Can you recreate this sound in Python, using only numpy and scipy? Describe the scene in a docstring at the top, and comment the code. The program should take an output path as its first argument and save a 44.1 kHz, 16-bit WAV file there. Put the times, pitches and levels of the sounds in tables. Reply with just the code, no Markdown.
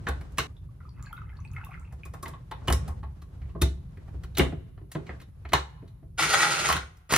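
"""A plastic blender cup knocks on a kitchen worktop, close to a stereo microphone; then milk trickles in,
a carton and the cup are set down, the cup is twisted onto its base and the motor runs in two short pulses.
Blows ring plastic resonances and sway the board, milk is many damped bubble sines, and the motor is uneven
noise in its housing. Filtered noise gives low rumble, soft mid-band sound and hiss; decaying noise tails give
the walls, whose ringing stops short at a few moments."""
import sys
import numpy as np
from scipy import signal
from scipy.fft import rfft, irfft, next_fast_len
from scipy.io import wavfile
from scipy.ndimage import uniform_filter1d, map_coordinates

SR = 44100
rng = np.random.default_rng(int(sys.argv[2]) if len(sys.argv) > 2 else 0)


def dump_mix(stems):
    """Bounce the given channels to the path in sys.argv[1] as a 16-bit WAV at rate SR."""
    frames = np.atleast_2d(stems).T  # one column per channel
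    limited = np.clip(frames, -1, 1)  # hard clip at full scale
    pcm = np.round(limited * 32767).astype(np.int16)
    wavfile.write(sys.argv[1], SR, pcm)


N = 316197


def amp(db):
    """Gain of a level in dB."""
    return 10 ** (np.asarray(db) / 20)


def unit(x):
    """x at rms 1."""
    return x / np.sqrt(np.mean(x ** 2) + 1e-20)


def along(points, hz):
    """Values between (Hz, value) points on a log frequency axis."""
    f, v = np.transpose(points)
    return np.interp(np.log(hz + 1), np.log(f + 1), v)


def levels(rows):
    """One gain per sample for each dB column, practically silent outside the table."""
    s, *columns = np.transpose(rows)
    return [amp(np.interp(np.arange(N) / SR, s, c, left=-150, right=-150)) for c in columns]


def wobble(rate):
    """A smooth random curve, rate knots a second."""
    knots = rng.standard_normal(int(N * rate / SR) + 4)
    return map_coordinates(knots, [np.arange(N) * rate / SR])


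def filtered(x, response):
    """x times a complex response of frequency, padded so that ringing does not wrap round."""
    m = next_fast_len(x.shape[-1] + 4096)
    spectrum = rfft(x, m) * response(np.fft.rfftfreq(m, 1 / SR))
    return irfft(spectrum, m)[..., :x.shape[-1]]


def modes(table):
    """The causal response of a set of resonances, with alternating signs."""
    def response(f):
        total = 0
        for k, (centre, width, db) in enumerate(table):
            damping = 1j * f * width
            total = total + (-1) ** k * amp(db) * damping / (centre * centre - f * f + damping)
        return total
    return response


# Diffuse sound at the two microphone ports. Each row: frequency in Hz, left-right likeness from 0 to 1.
LIKENESS = [(60, 0.95), (130, 1), (290, 0.46), (640, 0), (1400, 0.018), (3000, 0), (7000, 0.0074),
            (15000, 0.097)]


def spread(pair):
    """Two unrelated signals made as alike as a diffuse field is at the two ports."""
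    def mid_and_side(hz):
        turn = np.arccos(np.clip(along(LIKENESS, hz), -1, 1)) / 2
        return np.sqrt(2) * np.array([np.cos(turn), np.sin(turn)])
    mid, side = filtered(pair, mid_and_side)
    return np.array([mid + side, mid - side]) / np.sqrt(2)


def noise(spectrum, channels=1):
    """Coloured noise of rms 1."""
    white = rng.standard_normal((channels, N))
    return unit(filtered(white, lambda hz: amp(along(spectrum, hz))))


# Low rumble over time, including the lingering boom after heavy blows. Each row: time in seconds, level in dB
# before its random swell.
RUMBLE_LEVEL = [(0, -33), (0.35, -39), (0.48, -42), (1.3, -37.5), (1.96, -40), (2.4, -41), (2.85, -30.5),
                (3.1, -40), (3.5, -37), (3.65, -31.5), (4.0, -39.5), (4.55, -36), (4.77, -43), (6.1, -43),
                (6.69, -46), (6.89, -48.5), (7.08, -54), (7.17, -31)]
# Soft mid-band noise over time: handling rustle and the lingering tails of blows. 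Each row: time in seconds,
# level in dB before its random swell.
SOFT_MID_LEVEL = [(0, -52.5), (0.46, -55.5), (0.56, -64), (1.45, -66), (1.71, -62.5), (1.97, -62),
                  (2.15, -58.5), (2.5, -62.5), (2.8, -48.5), (3.06, -65), (3.4, -60), (3.75, -64.5),
                  (4.2, -57.5), (4.8, -72.5), (5.12, -52), (5.3, -65.5), (5.65, -69.5), (6.0, -71.5),
                  (7.09, -88)]
# Colours of rumble, mid-band noise and hiss. Each row: frequency in Hz, relative density in dB per Hz.
RUMBLE_COLOUR = [(12, -41.5), (20, -11), (45, 4), (79, 0.5), (166, -8), (217, -28), (273, -24), (312, -42),
                 (377, -27), (449, -56), (500, -36.5), (650, -61.5), (1100, -120)]
SOFT_MID_COLOUR = [(120, -31), (200, -5), (235, -10), (660, -18.5), (812, -21), (1020, -21.5),
                   (1060, -20.5), (2180, -31), (9000, -43.5), (11700, -79), (19800, -120)]
HISS_COLOUR = [(1180, -42), (2000, -10), (8820, -15.5), (10300, 0.5), (11400, -18), (12000, -28.5),
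               (12400, -2), (13300, -6), (14300, -35.5), (14900, -34.5), (16300, -41.5)]


def background():
    """Lumpy low rumble, soft mid-band noise of handling and lingering blows, and a steady hiss."""
    rumble = levels(RUMBLE_LEVEL)[0] * amp(1.5 * wobble(12)) * spread(noise(RUMBLE_COLOUR, channels=2))
    soft_mid = levels(SOFT_MID_LEVEL)[0] * amp(2.4 * wobble(35)) * spread(noise(SOFT_MID_COLOUR, channels=2))
    return rumble + soft_mid + amp(-79.5) * noise(HISS_COLOUR, channels=2)


# Decay of the kitchen walls. Each row: frequency in Hz, t60 in seconds.
WALL_DECAY = [(100, 0.24), (400, 0.24), (1000, 0.19), (3000, 0.2), (8000, 0.23), (15000, 0.14)]
# The rooms beyond, as one pair: bass level in dB against the kitchen's start, t60 in seconds.
ROOMS_BEYOND = (-23, 0.9)
# Moments in seconds where the walls' answer is cut off.
ANSWER_CUTS = [0, .47, 3.405, 6.172, 8]


def wall_tail():
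    """Stereo noise that dies at its own speed in each band, over a longer, fainter, duller decay."""
    hz, t, bins = signal.stft(rng.standard_normal((2, SR // 2)), SR, nperseg=256)
    near = amp(-60 * t / along(WALL_DECAY, hz)[:, None])
    late_db, late_t60 = ROOMS_BEYOND
    beyond = amp(late_db - 60 * t / late_t60) / (1 + hz[:, None] / 3000)
    tail = signal.istft(bins * (near + beyond), SR, nperseg=256)[1]
    return tail / np.linalg.norm(tail[0])


def kitchen(x):
    """Hard walls answer x, with a new random tail for each stretch of time."""
    wet, step = np.zeros((2, N + SR)), SR // 4
    cuts = np.round(np.array(ANSWER_CUTS) * SR).astype(int)
    for start in sorted(set(range(0, N, step)) | set(cuts[:-1])):
        cut = cuts[cuts > start][0]
        stop = min((start // step + 1) * step, cut)
        delayed = np.pad(x[start:stop], (200, 0))  # samples of travel to the walls
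        answer = signal.fftconvolve(delayed[None], wall_tail(), axes=1)[:, :cut - start]
        wet[:, start:start + answer.shape[1]] += answer
    return spread(wet[:, :N])


def bubbles(s, db, hz, cycles, splash):
    """Damped sines that rise in pitch as each bubble nears the surface, roughened by the splash around them."""
    t = np.arange(1400)[None] / SR
    life = (cycles / hz)[:, None]
    rough = uniform_filter1d(rng.standard_normal((len(s), t.size)), size=24, axis=1) * np.sqrt(24)
    rise = 1 + 0.012 * t / life
    wave = np.sin(2 * np.pi * hz[:, None] * t * rise + splash * rough)
    swell = 1 - np.exp(-t * hz[:, None] / 3.3)  # over the first cycles
    wave = amp(db)[:, None] * wave * np.exp(-t / life) * swell
    at = np.round(s * SR).astype(int)[:, None] + np.arange(t.size)
    return np.bincount(at.ravel(), wave.ravel(), N + SR)[:N]


# Drops and specks of milk. Each row: start in seconds, nominal peak in dB, bubble pitch in Hz.
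MILK_DROPS = [(0.492, -51, 1136), (0.567, -44.5, 3480), (0.689, -48, 1096), (0.808, -40.5, 1308),
              (0.852, -37.5, 1217), (0.884, -45, 969), (0.892, -43, 4580), (1.001, -48, 1630),
              (1.025, -40, 1150), (1.026, -34.5, 6930), (1.026, -41.5, 10300), (1.061, -38.5, 4240),
              (1.067, -32.5, 1600), (1.107, -40, 842), (1.129, -22.5, 1310), (1.126, -39.5, 3140),
              (1.129, -34, 11870), (1.169, -43, 3640), (1.178, -29.5, 1406), (1.217, -29.5, 1260),
              (1.328, -42.5, 1630), (1.369, -44.5, 4350), (1.389, -38, 1070), (1.403, -47, 5940),
              (1.447, -47.5, 8230), (1.45, -32.5, 2430), (1.476, -47.5, 4390), (1.515, -45.5, 6440),
              (1.534, -43, 10550), (1.535, -54, 1155), (1.536, -42, 2500), (1.564, -24, 2060),
              (1.604, -39, 1110), (1.64, -32, 2580), (1.649, -45, 3490), (1.648, -33.5, 11500),
              (1.667, -31, 1077), (1.708, -50, 10240), (1.69, -35.5, 736), (1.74, -59, 2500),
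              (1.775, -35, 1317), (1.821, -46, 1310), (1.797, -43, 7730), (1.852, -44.5, 2610),
              (2.034, -28.5, 2390)]
# The fizz of the trickle over time. Each row: time in seconds, level in dB before its random swell and lift.
FIZZ_LEVEL = [(0.801, -74), (0.906, -93.5), (1.023, -62), (1.244, -71), (1.445, -72.5), (1.636, -64.5),
              (1.728, -67), (1.865, -73), (1.95, -96)]
# Resonances of the air above the milk. Each row: pitch in Hz, width in Hz, level in dB.
CUP_AIR = [(1310, 200, -2), (1630, 14, -12), (2060, 100, -1.5), (2580, 63, 7), (4470, 43, -14)]
DROP_CYCLES, DROP_SPLASH = 4.26, 0.048  # at 1 kHz: life in cycles, roughness of phase in radians
CYCLES_GROW, SPLASH_GROWS = 0.3, 1.5  # powers of the pitch: small specks last more cycles and are rougher


def milk(count=380):
    """Single drops plink and tick over clumps of small bubbles, coloured by the air left in the cup."""
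    s, db, hz = np.transpose(MILK_DROPS)
    cycles = DROP_CYCLES * (hz / 1000) ** CYCLES_GROW
    splash = DROP_SPLASH * (hz[:, None] / 1000) ** SPLASH_GROWS
    drops = bubbles(s, db, hz, cycles, splash)

    when, size, pitch = rng.random((count, 3)).T
    first, last = FIZZ_LEVEL[0][0], FIZZ_LEVEL[-1][0]
    small_s = first + (last - first) * when
    small_db = -4 * np.log(size + 0.026)  # a few stand out
    small = bubbles(small_s, small_db, 800 * 3.7 ** pitch, 2.6, splash=0.28)
    stream = 0.022 * noise([(500, -39), (900, 20), (2600, 10), (4000, -38)])[0]
    fizz = filtered(small + stream, lambda f: 0.51 + modes(CUP_AIR)(f))
    return drops + levels(FIZZ_LEVEL)[0] * amp(5.05 * wobble(40)) * unit(fizz)


# Resonances of the cup wall. Each row: pitch in Hz, width in Hz before the least damping, mean level in dB.
CUP_WALL = [(690, 200, -20), (878, 26, -5.5), (1020, 160, -15.5), (1100, 36, -1.5), (1410, 310, -15),
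            (1500, 50, -4), (2055, 640, -10), (2250, 350, -5), (2500, 390, -15.5), (2750, 210, -8.5),
            (3000, 53, -14.5), (3640, 63, -6), (4150, 320, -13), (5300, 450, -8.5)]
# Resonances of the hollow base and carton. Each row: pitch in Hz, width in Hz, relative level in dB.
HOLLOW_BODY = [(148.4, 42, 7.5), (189, 170, -5), (250, 172, -1), (391, 77, 3.3), (538, 51, -5),
               (656.4, 18, 2)]
# Colour of the click. Each row: frequency in Hz, relative density in dB per Hz.
CLICK_COLOUR = [(2060, -29.5), (3500, -5), (5900, -5), (8510, -3.5), (9190, -5.5), (10900, -0.5),
                (11900, -27.5), (14000, 0), (16300, -41)]
# Swings of the worktop. Each row: pitch in Hz, mean relative level in dB, t60 in seconds.
WORKTOP_SWINGS = [(54.3, -13, .25), (67.6, 11.5, 0.4), (76, -8.5, 0.4), (140, -36.5, 0.14)]
# Knocks, soft onsets just ahead of some of them, and a short scrape near 3.4 to 3.55 s. 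Each row: start in
# seconds, cup ring peak in dB, favoured ring in Hz, hardness in octaves of reach above 1 kHz, hollow knock peak
# in dB, click peak in dB, worktop boom peak in dB.
CONTACTS = [(0.067, -20.5, 1500, 1.5, -32, -56, -48), (0.084, -25, 4100, 0.79, -31, -28, -20.5),
            (0.208, -41.5, 680, 1.4, -44, -42.5, -45), (0.318, -66.5, 1016, 0.72, -64.5, -49.5, -37),
            (0.372, -32.5, 2500, 3.2, -49.5, -41, -57), (0.382, -12.5, 2750, 2.5, -28, -15, -33),
            (0.388, -18.5, 1100, 3.1, -36.5, -40.5, -47.5), (0.398, -26, 1500, 2.8, -40, -46.5, -39),
            (0.437, -57, 2500, 1.6, -52.5, -58, -47), (1.922, -45.5, 666, 0.47, -55, -45.5, -32.5),
            (2.051, -43, 1190, 0.96, -45.5, -37.5, -33.5), (2.135, -34, 1070, 0.67, -76, -37, -56),
            (2.226, -33, 1020, 1.1, -37.5, -28.5, -50), (2.255, -28, 980, 1.76, -42.5, -42, -44),
            (2.278, -41.5, 1180, 1, -38, -33, -50), (2.332, -38.5, 1010, 1, -50, -82, -54.5),
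            (2.511, -28.5, 1020, 1.45, -41.5, -37.5, -57), (2.612, -47.5, 1440, 0.54, -46, -83, -49),
            (2.673, -28, 1100, 3.6, -45.5, -53, -49), (2.68, -16, 2705, 1.3, -20.5, -21.5, -20),
            (2.699, -20, 1050, 0.62, -24, -22.5, -13), (2.723, -22, 5300, 2.2, -29.5, -12, -27),
            (2.877, -37, 916, 0.49, -48.5, -33.5, -23), (2.901, -46, 990, 0.6, -47.5, -73, -23),
            (3.028, -38.5, 980, 1.05, -42, -55, -24.5), (3.217, -46.5, 1140, 2.7, -51, -45, -38),
            (3.414, -48.5, 2250, 1.4, -56.5, -79.5, -30), (3.452, -57.5, 2250, 1.4, -49.5, -80, -50),
            (3.489, -53, 3000, 1.5, -54.5, -84, -55), (3.548, -39.5, 1100, 0.54, -29, -72, -55),
            (3.614, -20.5, 3640, 2.04, -17.5, -20, -32), (3.618, -16, 810, 2.9, -32.5, -14, -11.5),
            (3.969, -47, 1710, 1.4, -44.5, -58, -40), (4.078, -46, 687, .55, -51, -57.5, -56),
            (4.137, -50, 865, 0.25, -41, -62.5, -27.5), (4.234, -38, 1440, 2.4, -45.5, -40.5, -30.5),
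            (4.348, -38, 3710, 2.9, -82.5, -46, -58), (4.37, -19, 2700, 3.3, -40.5, -43.5, -31),
            (4.381, -18, 4100, 1.3, -16.5, -11.5, -45), (4.393, -12, 2900, 1.6, -11, -40, -15),
            (4.403, -24, 1910, 0.81, -29, -33.5, -30), (4.459, -36, 1900, 0.9, -26.5, -68, -32.5),
            (4.521, -35.5, 690, 0.57, -28, -73, -40), (4.774, -47, 760, 0.71, -50.5, -86, -57),
            (4.81, -55.5, 680, 0.61, -42, -80, -59.5), (4.915, -36, 2060, 3.4, -64.5, -30.5, -71.5),
            (4.949, -30.5, 703, 1.2, -23, -70.5, -54), (5.064, -43.5, 2230, 2.3, -59.5, -61, -65),
            (5.09, -27, 1900, 0.58, -34.5, -72, -34), (5.198, -42.5, 1970, 2.3, -49.5, -48.5, -50.5),
            (5.213, -46.5, 3800, 2.4, -53.5, -45, -62), (5.449, -35, 2480, 0.85, -46.5, -78.5, -30.5),
            (5.487, -39.5, 4300, 2.6, -47.5, -63, -43), (5.519, -28.5, 2000, 1.5, -30, -40, -50),
            (5.532, -7.5, 1020, 1.8, -32.5, -38, -24), (5.534, -11, 4150, 3, -36, -14.5, -27.5),
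            (5.541, -20.5, 878, 1.1, -26.5, -46, -32), (5.821, -57, 680, 0.85, -39, -79.5, -58.5),
            (5.875, -52, 4000, 3.1, -60.5, -58, -53), (6.025, -56, 680, 0.54, -43, -80, -40),
            (6.686, -16, 1100, 1.6, -35.5, -18.5, -41), (6.698, -15.5, 1020, 1.8, -33, -23, -29.5),
            (6.724, -15.5, 2900, 2, -41.5, -20, -29), (6.742, -26, 1338, 2, -28, -36, -48.5),
            (6.763, -19, 1343, 2.7, -50, -28, -25.5), (6.968, -59, 5300, 5.3, -72.5, -54.5, -61),
            (7.122, -15.5, 1410, 0.76, -20.5, -12, -35.5), (7.136, -7, 1850, 2.8, -22.5, -20, -45),
            (7.162, -5, 2310, 4.8, -27.5, -32.5, -15)]
CONTACT_S, SHARP_DB = 0.045, -13  # t60 of the lightest chatter in seconds; ring peak in dB that halves it
FAVOUR_DB, FAVOUR_OCTAVES = 11.5, 0.33  # lift of modes near the favoured ring, and how near
SCATTER_DB = 3  # no two blows share out the modes alike
SOLID = 0.49  # strength of the single clean impact added to the chatter
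LEAST_DAMPING = 0.065  # the held plastic wall: least mode width as a share of its pitch


def cup_modes(favoured_hz):
    """The cup's resonances for one blow: those near the point hit ring more, and each varies at random."""
    struck = []
    for hz, width, db in CUP_WALL:
        favour = FAVOUR_DB * np.exp(-(np.log2(hz / favoured_hz) / FAVOUR_OCTAVES) ** 2)
        struck.append((hz, max(width, LEAST_DAMPING * hz), db + rng.normal(0, SCATTER_DB) + favour))
    return modes(struck)


def worktop_boom(t):
    """The heavy board swings in a few decaying low sines and takes time to swing up; peak 1."""
    boom = 0
    for hz, db, t60 in WORKTOP_SWINGS:
        boom = boom + amp(db + rng.normal(0, SCATTER_DB) - 60 * t / t60) * np.sin(2 * np.pi * hz * t)
    boom = boom * (1 - np.exp(-t / 0.01))
    return boom / np.abs(boom).max()


def blows():
    """Each contact is a short rough chatter: it rings the cup wall and hollow base, and swings the worktop."""
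    clatter, radiated, board = np.zeros((3, N + SR))
    t, boom_t = np.arange(SR // 10) / SR, np.arange(SR // 2) / SR
    for s, ring_db, favoured_hz, hardness, knock_db, click_db, boom_db in CONTACTS:
        contact = CONTACT_S / (1 + amp(ring_db - SHARP_DB))  # strong blows are over sooner
        shape = amp(-60 * t / contact) * (1 - np.exp(-t / (0.18 * contact)))
        # summed over all directions the chatter is even in colour, like one impulse
        impact = np.linalg.norm(shape) * (np.arange(len(t)) == np.argmax(shape))
        chatter = rng.standard_normal((3, len(t))) * shape + SOLID * impact
        ring = cup_modes(favoured_hz)

        def wall(f):
            soft = 1 / (1 + 1j * f / (1000 * 2 ** hardness)) ** 3  # a soft contact carries no treble
            return (ring(f) + 0.31) * soft * 1j * f / (500 + 1j * f)

        def base(f):
            return modes(HOLLOW_BODY)(f) / (1 + 1j * f / 700) ** 2

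        def edge(f):
            return amp(along(CLICK_COLOUR, f))

        start = round(s * SR)
        span = slice(start, start + len(t))
        for push, response, db in zip(chatter, (wall, base, edge), (ring_db, knock_db, click_db)):
            near, around = filtered(np.array([push, impact]), response)
            clatter[span] += amp(db) * near / np.abs(near).max()
            radiated[span] += amp(db) * 0.25 * around / np.abs(around).max()
        board[start:start + len(boom_t)] += amp(boom_db) * worktop_boom(boom_t)
    return clatter[:N], radiated[:N], board[:N]


# Motor pulses. Each row: switch-on in seconds, switch-off in seconds, grind level in dB without surge or swells,
# spin-up in seconds.
PULSES = [(6.175, 6.722, -31.5, 0.023), (7.092, 7.3, -30, 0.042)]
SURGE_DB, SURGE_S = 17.5, 0.055  # the starting surge and its decay time
RUN_DOWN_DB_PER_S, WHIRR_FALLS = 199.5, 1.2  # grind's fall after switch-off; the whirr falls this much faster
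WHIRR_DB, SHAKE_DB, SHAKE_S = -3, -11, 0.01  # whirr and shake against the grind; build-up time of the shake
KICK = 0.013  # share of the motor's level that is there at once


def drive():
    """Gains of grind, whirr and shake: each pulse spins up with a surge, holds, and runs down."""
    gains = np.zeros((3, N))
    for on, off, db, spin_up in PULSES:
        t = np.maximum(np.arange(N) / SR - on, 0)
        fall_db = RUN_DOWN_DB_PER_S * np.maximum(t - (off - on), 0)
        spin = (t > 0) * (1 - (1 - KICK) * np.exp(-(t / spin_up) ** 2))
        started = amp(db + SURGE_DB * np.exp(-t / SURGE_S)) * spin
        grind = started * amp(-fall_db)
        whirr = started * amp(WHIRR_DB - WHIRR_FALLS * fall_db)
        shake = amp(db + SHAKE_DB - fall_db) * (1 - np.exp(-t / SHAKE_S))
        gains += [grind, whirr, shake]
    return gains


# Brief swells and one dip in the motor's loudness. 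Each row: centre in seconds, swell in dB, time to fall to 1/e
# in seconds.
LOUDNESS_SWELLS = [(6.227, 5.5, 0.0029), (6.296, -4.5, 0.049), (6.306, 9, 0.017), (6.34, 12, 0.014),
                   (6.394, 7, 0.031), (6.437, 9, 0.017), (6.523, 7, 0.011), (6.597, 7, 0.0085),
                   (6.66, 6, 0.0077)]
# Resonances of the motor housing. Each row: pitch in Hz, width in Hz, relative level in dB.
HOUSING_MODES = [(818, 75, 13), (1410, 66, -15), (1914, 49, 5), (2272, 28, 9.5), (2610, 320, -4.5),
                 (2900, 85, -21), (4050, 13, -1), (4300, 39, -12), (4580, 40, -54), (5380, 54, -6),
                 (6400, 59, -12), (7900, 150, -6)]
# The drive's own rough bands, applied twice. Each row: pitch in Hz, width in Hz, level in dB per pass.
WHINE_BANDS = [(1378, 77, -1.5), (2120, 45, 4.5), (783, 44, -21)]
# Colours of grind, whirr and shake. Each row: frequency in Hz, relative density in dB per Hz.
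GRIND_COLOUR = [(240, -54.5), (400, -7.5), (705, -8), (796, -8), (1040, -5.5), (1400, 11), (1650, 2.5),
                (1900, 2), (2380, -6), (4500, -8.5), (5850, -63), (9900, -120)]
WHIRR_COLOUR = [(1470, -43.5), (2500, -5.5), (5610, -7), (6610, -2), (7680, -22), (8300, -5.5),
                (10300, -11), (11200, -17), (11900, -44), (12400, -16.5), (14000, -20), (14700, -43),
                (15200, -94.5), (16300, -80)]
SHAKE_COLOUR = [(88, -13), (150, 6.5), (204, -7.5), (286, -5), (323, 3), (700, -5), (910, -46),
                (1540, -120)]


def motor():
    """Rough uneven grinding noise in the housing's resonances, a rough whine, air whirr on top and a low shake."""
    grind, whirr, shake = drive()
    t = np.arange(N) / SR
    swell_db = 1.7 * wobble(80)
    for s, db, length in LOUDNESS_SWELLS:
        swell_db = swell_db + db * np.exp(-((t - s) / length) ** 2)
    uneven_db = [4.26 * wobble(500) + swell_db, 1.9 * wobble(1200) + 0.92 * swell_db]
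    uneven = rng.standard_normal((2, N)) * amp(uneven_db)

    def colour(f):
        housing = 1 + np.outer([1.2, 2.4], np.abs(modes(HOUSING_MODES)(f)))
        return amp([along(GRIND_COLOUR, f), along(WHIRR_COLOUR, f)]) * housing

    body, air = filtered(uneven, colour)
    rough = rng.standard_normal(N) * amp(0.26 * swell_db)
    whine = filtered(rough, lambda f: modes(WHINE_BANDS)(f) ** 2)
    grinding = grind * (unit(body) + amp(-20.5) * unit(whine))
    return grinding + whirr * unit(air) + shake * noise(SHAKE_COLOUR)[0]


def stereo_spread(x, setting):
    """Above a knee frequency the left channel's phase lags the right's more and more."""
    knee_hz, lag_s = setting

    def phase_lag(hz):
        return np.exp(-1j * np.pi * lag_s * np.outer([1, -1], np.maximum(hz - knee_hz, 0)))
    return filtered(np.array([x, x]), phase_lag)


# Stereo spread, one pair for the motor and one for knocks and milk: knee frequency in Hz, above which the left
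# channel's phase lags the right's more and more; slope of that lag in seconds.
MOTOR_SPREAD = (5680, .00035)
HANDS_SPREAD = (8370, 0.0006)


def scene():
    """Near sources, their answer from the walls, and the background around them."""
    clatter, radiated, board = blows()
    pour, machine = milk(), motor()
    direct = stereo_spread(clatter + pour, HANDS_SPREAD) + board + stereo_spread(machine, MOTOR_SPREAD)
    to_walls = amp(13.5) * radiated + amp(-3.5) * pour + amp(-2.5) * machine
    return direct + kitchen(to_walls) + background()


LEFT_LAG_S, TOP_HZ = 0.00004, 16450  # lag of the left port in seconds; upper band limit in Hz


def record(dry):
    """The left port hears slightly late; the microphone rolls off deep bass and keeps nothing above its limit."""
    def microphone(hz):
        late = np.exp(-2j * np.pi * LEFT_LAG_S * np.outer([1, 0], hz))
        bass_cut = (1j * hz / (32 + 1j * hz)) ** 4
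        return late * (hz < TOP_HZ) * bass_cut
    return filtered(dry, microphone)


dry = scene()
out = record(dry)
dump_mix(out)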